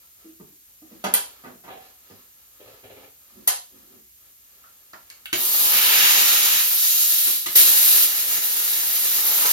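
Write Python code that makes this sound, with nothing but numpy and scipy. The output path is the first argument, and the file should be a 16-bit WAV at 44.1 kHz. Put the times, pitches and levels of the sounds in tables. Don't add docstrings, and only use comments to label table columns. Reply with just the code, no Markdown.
import sys
import numpy as np
from scipy import signal
from scipy.fft import rfft, irfft, next_fast_len
from scipy.io import wavfile

SR = 44100
rng = np.random.default_rng(int(sys.argv[2]) if len(sys.argv) > 2 else 0)


def file_out(sig):
    cols = np.atleast_2d(sig).T
    lim = np.clip(cols, -1, 1)
    pcm = np.round(lim * 32767).astype(np.int16)
    wavfile.write(sys.argv[1], SR, pcm)


N = 419832

# [t/s, level/dB]
AIR_LEVEL = [(5.58, -19.5), (6.1, -20), (6.72, -22.5), (6.9, -21), (7.26, -20.5)]
# [t/s, low rumble/dB, mid roar/dB, high rush/dB]
EDGE_LEVEL = [(5.45, -43, -44, -43), (5.62, -44.5, -41.5, -42), (5.72, -41, -30.5, -41),
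              (5.8, -42, -27.5, -43), (6.06, -40, -24.5, -27.5), (6.25, -43, -29.5, -30),
              (6.58, -45.5, -30, -32), (6.66, -56, -41.5, -50), (6.76, -59, -42, -42),
              (6.79, -55.5, -44, -33), (7.05, -67, -46, -32.5), (7.26, -62, -44.5, -43)]
# [t/s, level/dB]
CUT_LEVEL = [(8.13, -28.5), (8.2, -23.5), (8.236, -28), (8.338, -23.5), (8.41, -31), (8.424, -26),
             (8.864, -25), (8.992, -24.5), (9.016, -23.5), (9.198, -23.5), (9.224, -23.5), (9.486, -22),
             (9.49, -19)]
# [f/Hz, level/dB per Hz]
JET_SPECTRUM = [(60, -54), (250, -34.5), (700, -26.5), (1400, -17.5), (2400, -12), (4200, -6.5), (5600, -8),
                (7000, -6), (8200, -0.5), (10000, 4), (12300, 4.5), (14000, 1.5), (15500, -5.5)]
# [f/Hz, level/dB per Hz]
EDGE_RUMBLE_SPECTRUM = [(30, -22), (80, -15.5), (170, -5), (350, -0.5), (700, -0.5), (1200, 6), (2200, -20),
                        (5000, -45)]
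EDGE_ROAR_SPECTRUM = [(300, -31), (800, -13), (1400, -2.5), (2200, 2.5), (3200, 1), (4800, -3.5),
                      (7000, -7.5), (12000, -20)]
EDGE_RUSH_SPECTRUM = [(1500, -32), (2500, -35), (3800, -3), (5000, -4), (7000, 3.5), (9000, -4),
                      (12000, -20)]
# [f/Hz, level/dB per Hz]
MELT_SPECTRUM = [(30, -49), (80, -10), (170, -11.5), (350, -6), (700, -8.5), (1400, -3), (2200, 1.5),
                 (2900, -10), (4200, -14), (7000, 3.5), (12000, -4)]
FLARE_SPECTRUM = [(40, -20), (120, -16), (330, -3.5), (700, -1), (1200, 5.5), (2200, -5), (5000, -20),
                  (12000, -35)]
# [f/Hz, width/Hz, level/dB]
TORCH_RESONANCES = [(322, 22, 3.5), (409, 18, 3.5), (549, 28, 4), (689, 38, 5.5), (872, 35, 3.5),
                    (1022, 45, 3.5), (1259, 30, 3), (1380, 32, 6), (1523, 22, 5), (1692, 22, 4.5),
                    (1780, 45, 3), (2585, 28, 4.5), (2780, 25, 4.5), (3060, 50, 4), (3140, 18, 4.5),
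                    (3283, 18, 4), (3348, 30, 4.5), (3452, 22, 4), (3735, 35, 4), (3904, 18, 4.5),
                    (3972, 20, 4.5), (4360, 22, 4), (4530, 22, 3), (4575, 20, 3.5), (4648, 18, 4.5),
                    (4965, 28, 4), (11780, 38, 3.5), (12648, 70, 3), (13017, 22, 5.5), (14048, 38, 3),
                    (14345, 70, 3)]
# [t/s, level/dB, t60/s]
SNAPS = [(1.1387, -1, .016), (3.4757, -3.5, .018), (5.101, -35, .012), (5.257, -29, .012),
         (7.556, -7.5, .09)]
# [f/Hz, level/dB]
SNAP_SPECTRUM = [(150, -62), (450, -1), (900, -13.5), (1800, -23.5), (3300, 1), (5500, -13), (7500, 12.5),
                 (10000, 16.5), (12000, 10.5), (14000, 14), (15500, -45.5)]
# [t/s, thud/dB, body/dB, crack/dB, body t60/s]
KNOCKS = [(0.399, -44, -48, -66, 0.032), (0.82, -55, -58, -66, .03), (0.912, -51, -53, -62, 0.034),
          (1.04, -37, -20.5, -32.5, 0.1), (1.138, -53, -28.5, -25, 0.13), (1.438, -50.5, -41, -64, 0.24),
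          (1.637, -60, -46.5, -62, 0.33), (1.679, -51.5, -33.5, -64, 0.058), (2.099, -53, -52, -57, 0.077),
          (3.474, -66, -32, -23, 0.13), (4.932, -55, -40.5, -56, 0.042), (5.328, -45, -43, -20, 0.046),
          (7.267, -50, -35.5, -67, 0.082), (7.46, -50, -37.5, -24, 0.058),
          (7.553, -37.5, -32, -18.5, 0.029)]
# [f/Hz, level/dB]
THUD_SPECTRUM = [(30, -35), (100, -9), (200, -3), (380, 0), (700, -12), (2000, -40)]
BODY_SPECTRUM = [(50, -49), (200, -38.5), (450, -2), (900, 6), (1750, -1), (2600, -10), (6000, -29)]
CRACK_SPECTRUM = [(100, -42), (250, -42), (450, -7.5), (1000, -1.5), (2000, 1), (3200, 4), (6000, 0.5),
                  (11000, 4), (15000, -9)]
# [t/s, level/dB, t60/s]
TRIGGER_CLICKS = [(5.257, -25.5, .016), (5.26, -29, .016), (5.329, -16.5, 0.032)]
# [f/Hz, level/dB]
TRIGGER_SPECTRUM = [(500, -29), (1000, -14.5), (1500, -2.5), (2100, -2), (3100, 3), (4300, -6.5),
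                    (5500, -22), (12000, -15)]
# [t/s, level/dB, t60/s]
TIP_TICKS = [(4.933, -38, 0.01), (5.101, -30.5, 0.013)]
# [f/Hz, level/dB]
TICK_SPECTRUM = [(800, -25), (3000, -10), (4300, 0), (6500, -2), (8000, -2), (15000, -18)]
# [t/s, level/dB, f/Hz, t60/s, width/Hz]
BUMPS = [(.243, -39.5, 324, 0.096, 25), (.28, -42.5, 300, 0.08, 27), (.403, -42.5, 157, 0.081, 36),
         (0.515, -52, 315, 0.076, 15), (.818, -41, 310, 0.082, 22), (.912, -37.5, 235, 0.077, 15),
         (.94, -40, 326, .06, 15), (2.104, -50, 93, 0.093, 18), (2.905, -51, 97, 0.092, 15),
         (3.362, -49, 210, 0.15, 20), (7.555, -25, 95, 0.029, 10)]
# [t/s, level/dB, f/Hz, t60/s, width/Hz]
TAPS = [(1.69, -47, 758, 0.53, 22), (4.639, -44.5, 1305, 0.033, 110), (4.934, -29.5, 1200, 0.014, 500),
        (5.102, -39, 1970, 0.017, 600), (5.258, -47, 1530, 0.079, 80)]
# [t/s, level/dB]
CLACKS = [(5.329, -33.5), (7.268, -49), (7.462, -46)]
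# [f/Hz, level/dB, t60/s]
CASE_MODES = [(292, -27, 0.07), (332, -2.5, 0.22), (362.2, 6, 0.19), (416, -13, 0.096), (650, -6, 0.077),
              (720, -10, 0.12), (1167, -5, 0.13), (1510, -10, 0.13), (1914, 1, 0.089), (2270, -1, 0.077),
              (3180, -22, 0.12), (4160, -5, 0.11)]
# [t/s, level/dB, t60/s, resonance f/Hz]
STROKES = [(1.68, -40, 0.35, 760), (2.596, -42, 0.19, 457), (2.657, -41, 0.12, 475),
           (2.725, -46.5, 0.14, 444), (2.83, -38, 0.13, 433), (2.894, -37, 0.14, 467),
           (2.96, -40, 0.13, 437), (3.024, -44.5, 0.14, 430)]
# [f/Hz, level/dB per Hz]
RUB_SPECTRUM = [(70, -5), (200, -1.5), (450, 4.5), (730, 5), (1100, -10.5), (2300, -5.5), (4000, -12),
                (9000, -66)]
# [middle t/s, length/s, level/dB]
MOVES = [(.03, .09, -67), (0.225, 0.1, -63.5), (.48, .07, -70), (.71, 0.09, -70), (.96, 0.16, -63.5),
         (1.3, 0.3, -58.5), (1.838, 0.093, -57), (2.117, 0.21, -61), (2.4, 0.086, -67.5), (2.69, 0.24, -60),
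         (3.01, 0.091, -59), (3.36, 0.27, -63.5), (3.79, 0.12, -63.5), (3.93, 0.064, -65.5),
         (4.245, 0.081, -65.5), (4.39, 0.034, -76), (4.6, 0.25, -65), (4.83, 0.086, -74),
         (5.12, 0.33, -64.5)]
# [f/Hz, level/dB per Hz]
CLOTH_SPECTRUM = [(60, -48), (250, -3.5), (700, -3.5), (1400, -1), (2500, -6.5), (5000, -8), (12000, -55)]
# [middle t/s, length/s, level/dB]
DRAGS = [(3.38, 0.06, -52), (3.755, 0.051, -56.5), (3.85, 0.044, -59), (3.945, 0.062, -53)]
# [f/Hz, level/dB per Hz]
DRAG_SPECTRUM = [(60, -17), (150, -5), (250, 5), (420, -5.5), (700, -13), (2000, -27)]
# [f/Hz, width/Hz, level/dB]
DRAG_RESONANCES = [(222, 19, 11), (364, 42, 11)]
# [f/Hz, level/dB per Hz]
FLOOR_SPECTRUM = [(25, -15), (58, 4.5), (110, -6.5), (300, -14), (600, -20.5), (1200, -15.5), (2500, -10.5),
                  (5500, -8.5), (8000, 1), (10000, -3.5), (12500, 0), (14000, -2.5), (15500, -12)]
# [f/Hz, t60/s]
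GARAGE_T60 = [(100, 0.26), (400, 0.35), (1500, 0.26), (5000, 0.37), (10000, 0.27), (15000, 0.12)]
# [f/Hz, level/dB]
GARAGE_WET = [(100, 3.5), (1000, 3.4), (5000, 6.04), (10000, 6.64), (15000, 0.37)]
# [f/Hz, correlation]
GARAGE_LIKENESS = [(50, 0.54), (250, 0.73), (600, 0), (1200, 0), (15000, 0.019)]
# [f/Hz, share 0-1]
TREBLE_SHARED = [(5000, 0), (6500, .5), (7400, .92), (7800, 1)]
# [f/Hz, phase/rad]
TREBLE_PHASE = [(5000, 4.7), (6500, 4.1), (7500, 3.6), (7900, 3.15), (9600, 3.13), (10100, 2.8),
                (11000, 1.85), (12000, 1.0), (13200, 0)]

VALVE_OPEN_S, ARC_STRIKE_S = 5.329, 7.555
HOSE_FILL_S, FIRST_PUFF_DB = 0.11, -31
BLEED_START_S, BLEED_DB_PER_S = 7.28, 85
RETRIGGER_S, REFILL_DB_PER_S = 7.462, 104
CUT_DB, PIERCE_DB, PIERCED_S, PIERCE_RELEASE_S = 0.63, 10, 8.04, 0.016
BURST_DB, BURST_S = 5, 0.046
MELT_DB, MELT_FOLLOWS = -36, 0.38
FLARE_S, FLARE_DB, FLARE_DB_PER_S = 9.18, -45, 11
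SURGE_DB, EDGE_WAVER_DB, SPUTTER_DB, SPARKS_DB = .8, .7, 3.2, -36
REBOUND_S, REBOUND_DB = .011, -7
SCUFF_ATTACK_S, SCUFF_RING_WIDTH_HZ, SCUFF_RING_DB = 0.0083, 88, 10
GRIT_DB = -23
PORT_LAG_S, CUTOFF_HZ = .00018, 15800

T = np.arange(N) / SR
HZ = np.maximum(np.arange(N // 2 + 1) * SR / N, 1)


def torch():
    cutting, cut_db = T >= ARC_STRIKE_S, cut_level()
    flutter = drift(90)
    sputter = cutting * from_db(SPUTTER_DB * drift(110))
    layers = air_jet(flutter, cutting, cut_db) + edge_flow(flutter) + molten_steel(sputter, cutting, cut_db)
    resonance_db = peaks_db(TORCH_RESONANCES)
    ends = sum(level * noise(spectrum, resonance_db, channels=2) for level, spectrum in layers)
    surge = from_db(SURGE_DB * cutting * drift(22))
    nozzle, plume = ends * surge
    sparks = sputter * from_db(SPARKS_DB) * crackles(per_s=600, size_db=5.0, top_hz=12000)
    return garage(nozzle, wet_db=0.6, pan_db=1.5) + garage(plume + sparks, wet_db=-0.1, pan_db=2.0)


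def air_jet(flutter, cutting, cut_db):
    air_db, = in_time(AIR_LEVEL)
    free = air_flow() * from_db(air_db + 1.1 * flutter)
    return [(free + cutting * from_db(cut_db + flutter), JET_SPECTRUM)]


def edge_flow(flutter):
    flow = air_flow() * from_db(1.8 * flutter + EDGE_WAVER_DB * drift(25))
    spectra = [EDGE_RUMBLE_SPECTRUM, EDGE_ROAR_SPECTRUM, EDGE_RUSH_SPECTRUM]
    return [(flow * from_db(db), spectrum) for db, spectrum in zip(in_time(EDGE_LEVEL), spectra)]


def molten_steel(sputter, cutting, cut_db):
    swing_db = cut_db - cut_db[cutting].mean()
    melt = sputter * from_db(MELT_DB + MELT_FOLLOWS * swing_db)
    flare = sputter * (T >= FLARE_S) * from_db(FLARE_DB + FLARE_DB_PER_S * since(FLARE_S))
    return [(melt, MELT_SPECTRUM), (flare, FLARE_SPECTRUM)]


def air_flow():
    growth = 1 - (1 - from_db(FIRST_PUFF_DB)) * np.exp(-since(VALVE_OPEN_S) / HOSE_FILL_S)
    filling = (T >= VALVE_OPEN_S) * growth
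    bled_db = BLEED_DB_PER_S * (since(BLEED_START_S) - since(RETRIGGER_S))
    refill_db = REFILL_DB_PER_S * since(RETRIGGER_S)
    return filling * from_db(np.minimum(refill_db - bled_db, 0)) * (T < ARC_STRIKE_S)


def cut_level():
    advance_db, = in_time(CUT_LEVEL)
    piercing_db = PIERCE_DB * np.exp(-since(PIERCED_S) / PIERCE_RELEASE_S)
    burst_db = BURST_DB * np.exp(-since(ARC_STRIKE_S) / BURST_S)
    return CUT_DB + advance_db + piercing_db + burst_db


def knocks():
    s, thud_db, body_db, crack_db, t60 = np.transpose(KNOCKS)
    thud = from_db(6.0) * burst(s, thud_db, 1.7 * t60, THUD_SPECTRUM)
    body = from_db(-0.5) * burst(s, body_db, t60, BODY_SPECTRUM)
    crack = from_db(8.0) * burst(s, crack_db, 0.43 * t60, CRACK_SPECTRUM)
    trigger = burst(*np.transpose(TRIGGER_CLICKS), TRIGGER_SPECTRUM)
    ticks = burst(*np.transpose(TIP_TICKS), TICK_SPECTRUM)
    close = garage(trigger + ticks, wet_db=-5, pan_db=1.5)
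    return garage(thud + body + crack, wet_db=5.0, pan_db=2.0) + close


def snaps():
    return garage(burst(*np.transpose(SNAPS), SNAP_SPECTRUM), wet_db=-2.5, pan_db=0)


def ringing_bodies():
    case = cutter_case()
    bumps = from_db(8.5) * pings(BUMPS, attack_s=.016)
    taps = from_db(5.5) * pings(TAPS, attack_s=.0004)
    return garage(bumps + taps + case, wet_db=4.0, pan_db=2.5)


def cutter_case():
    rebounds = [(s + REBOUND_S, level_db + REBOUND_DB) for s, level_db in CLACKS]
    return struck(CLACKS + rebounds, CASE_MODES, spread_db=1.5)


def scuffs():
    return garage(cloth_rustle() + hose_drag() + floor_strokes(), wet_db=0.5, pan_db=2.0)


def cloth_rustle():
    return swells(MOVES) * from_db(0.5 + 0.89 * drift(30)) * noise(CLOTH_SPECTRUM)


def hose_drag():
    return swells(DRAGS) * noise(DRAG_SPECTRUM, peaks_db(DRAG_RESONANCES))


def floor_strokes():
    slips = rms_one(from_db(4 * drift(170)))
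    grit = from_db(GRIT_DB) * crackles(per_s=770, size_db=9.0, top_hz=4000)
    out = np.zeros(N)
    for s, level_db, t60, hz in STROKES:
        attack = 1 - np.exp(-since(s) / SCUFF_ATTACK_S)
        stroke = attack * decays([s], [level_db + 2.5], [t60])
        ring_db = peaks_db([(hz, SCUFF_RING_WIDTH_HZ, SCUFF_RING_DB)])
        out += stroke * (slips * noise(RUB_SPECTRUM, ring_db) + grit)
    return out


def background():
    left, other = noise(FLOOR_SPECTRUM), noise(FLOOR_SPECTRUM)
    alike = np.clip(at_hz(GARAGE_LIKENESS, HZ), -1, 1)
    right = irfft(alike * rfft(left) + np.sqrt(1 - alike ** 2) * rfft(other), N)
    return from_db(-52.0) * np.array([left, right])


def garage(x, wet_db, pan_db):
    size = SR // 2
    age, hz = T[:size], np.maximum(np.arange(size // 2 + 1) * SR / size, 1)
    centres = np.geomspace(60, 15000, 9)
    white = rfft(rng.standard_normal((2, size)))
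    tail = np.zeros((2, size))
    build_up = 1 - np.exp(-age / 0.0012)
    for centre, pick in zip(centres, np.eye(len(centres))):
        mid, side = irfft(white * np.interp(np.log(hz), np.log(centres), pick), size)
        alike = np.clip(at_hz(GARAGE_LIKENESS, centre), -1, 1)
        fade = build_up * np.exp(-np.log(1000) * age / at_hz(GARAGE_T60, centre))
        pair = np.sqrt((1 + alike) / 2) * mid + np.sqrt((1 - alike) / 2) * side * [[1], [-1]]
        echo_gain = from_db(at_hz(GARAGE_WET, centre) + wet_db)
        tail += pair * fade / np.linalg.norm(fade) * echo_gain
    late_left = np.pad(x, (round(PORT_LAG_S * SR), 0))[:N]
    direct = np.array([late_left, x])
    both = direct + signal.fftconvolve(x[None], tail, axes=1)[:, :N]
    return both * from_db([[-pan_db / 2], [pan_db / 2]]) / np.sqrt(1 + from_db(wet_db) ** 2)


def burst(times, levels_db, t60s, spectrum):
    size = 4096
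    gain = from_db(at_hz(spectrum, np.maximum(np.arange(size // 2 + 1) * SR / size, 1)))
    cepstrum = irfft(np.log(gain))[:size // 2]
    response = irfft(np.exp(rfft(np.r_[cepstrum[0], 2 * cepstrum[1:]], size)))
    contact = decays(times, levels_db, t60s) * rng.standard_normal(N)
    return signal.oaconvolve(contact, response / np.linalg.norm(response))[:N]


def struck(blows, modes, spread_db):
    times, levels_db = np.transpose(blows)
    chance, out = rng.standard_normal((len(blows), len(modes))), np.zeros(N)
    for k, (hz, mode_db, t60) in enumerate(modes):
        clicks = np.full(N, 1e-18)
        clicks[np.round(times * SR).astype(int)] = from_db(levels_db + mode_db + spread_db * chance[:, k])
        r, w = np.exp(-np.log(1000) / (t60 * SR)), 2 * np.pi * hz / SR
        out += signal.lfilter([0, np.sin(w)], [1, -2 * r * np.cos(w), r * r], clicks)
    return out


def pings(rows, attack_s):
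    out, age = np.zeros(N), T[:SR // 3]
    for s, level_db, hz, t60, width in rows:
        start = round(s * SR)
        swell = (1 - np.exp(-age / attack_s)) * np.exp(-np.log(1000) * age / t60)
        wander = np.cumsum(rng.standard_normal(len(age))) * np.sqrt(2 * np.pi * abs(width) / SR)
        ring = swell * np.sin(2 * np.pi * hz * age + wander)
        skirts = signal.butter(1, [hz / 2, hz * 2], "band", fs=SR, output="sos")
        out[start:start + len(age)] += from_db(level_db) * signal.sosfilt(skirts, ring)
    return out


def crackles(per_s, size_db, top_hz):
    born = rng.random(N) < per_s / SR
    sizes = from_db(size_db * np.minimum(rng.exponential(1, N), 4)) * rng.choice([-1, 1], N)
    band = signal.butter(1, [1500, top_hz], "band", fs=SR, output="sos")
    return rms_one(signal.sosfilt(band, born * sizes))


def noise(spectrum, lift_db=0, channels=1):
    low_cut_db = -10 * np.log10(1 + (20 / HZ) ** 4)
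    level_db = at_hz(spectrum, HZ) + low_cut_db + lift_db
    white = rng.standard_normal((channels, 2 * len(HZ))).view(complex)
    return rms_one(irfft(white * from_db(level_db), N)).squeeze()


def peaks_db(resonances):
    return sum(peak_db / (1 + (2 * (HZ - hz) / width) ** 2) for hz, width, peak_db in resonances)


def decays(times, levels_db, t60s):
    power = np.zeros(N)
    for s, level_db, t60 in zip(times, levels_db, t60s):
        start = round(s * SR)
        age = T[:min(SR, N - start)]
        power[start:start + len(age)] += from_db(level_db - 60 * age / t60) ** 2
    return np.sqrt(power)


def swells(rows):
    return sum(from_db(level_db) * np.exp(-2 * ((T - s) / length) ** 2) for s, length, level_db in rows)


def drift(rate):
    knots = rng.standard_normal(4000)
    return np.interp(T * rate, np.arange(len(knots)), knots)


def since(s):
    return np.maximum(T - s, 0)


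def in_time(rows):
    s, *columns = np.transpose(rows)
    return [np.interp(T, s, c) for c in columns]


def at_hz(points, hz):
    table_hz, values = np.transpose(points)
    return np.interp(np.log(hz), np.log(table_hz), values)


def from_db(db):
    return 10 ** (np.asarray(db) / 20)


def rms_one(x):
    return x / np.sqrt(np.mean(x ** 2) + 1e-20)


def scene():
    return knocks() + snaps() + ringing_bodies() + scuffs() + torch() + background()


def record(dry):
    size = next_fast_len(N + SR, True)
    left, right = rfft(dry, size)
    hz = np.maximum(np.arange(len(left)) * SR / size, 1)
    shared = at_hz(TREBLE_SHARED, hz)
    turned_left = left * np.exp(1j * at_hz(TREBLE_PHASE, hz))
    right = np.sqrt(1 - shared ** 2) * right + shared * turned_left
    clipped = np.clip(irfft(np.array([left, right]), size)[:, :N], -1, 1)
    no_rumble = signal.sosfilt(signal.butter(3, 40, "high", fs=SR, output="sos"), clipped)
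    return signal.sosfilt(signal.ellip(10, .1, 80, CUTOFF_HZ, fs=SR, output="sos"), no_rumble)


dry = scene()
out = record(dry)
file_out(out)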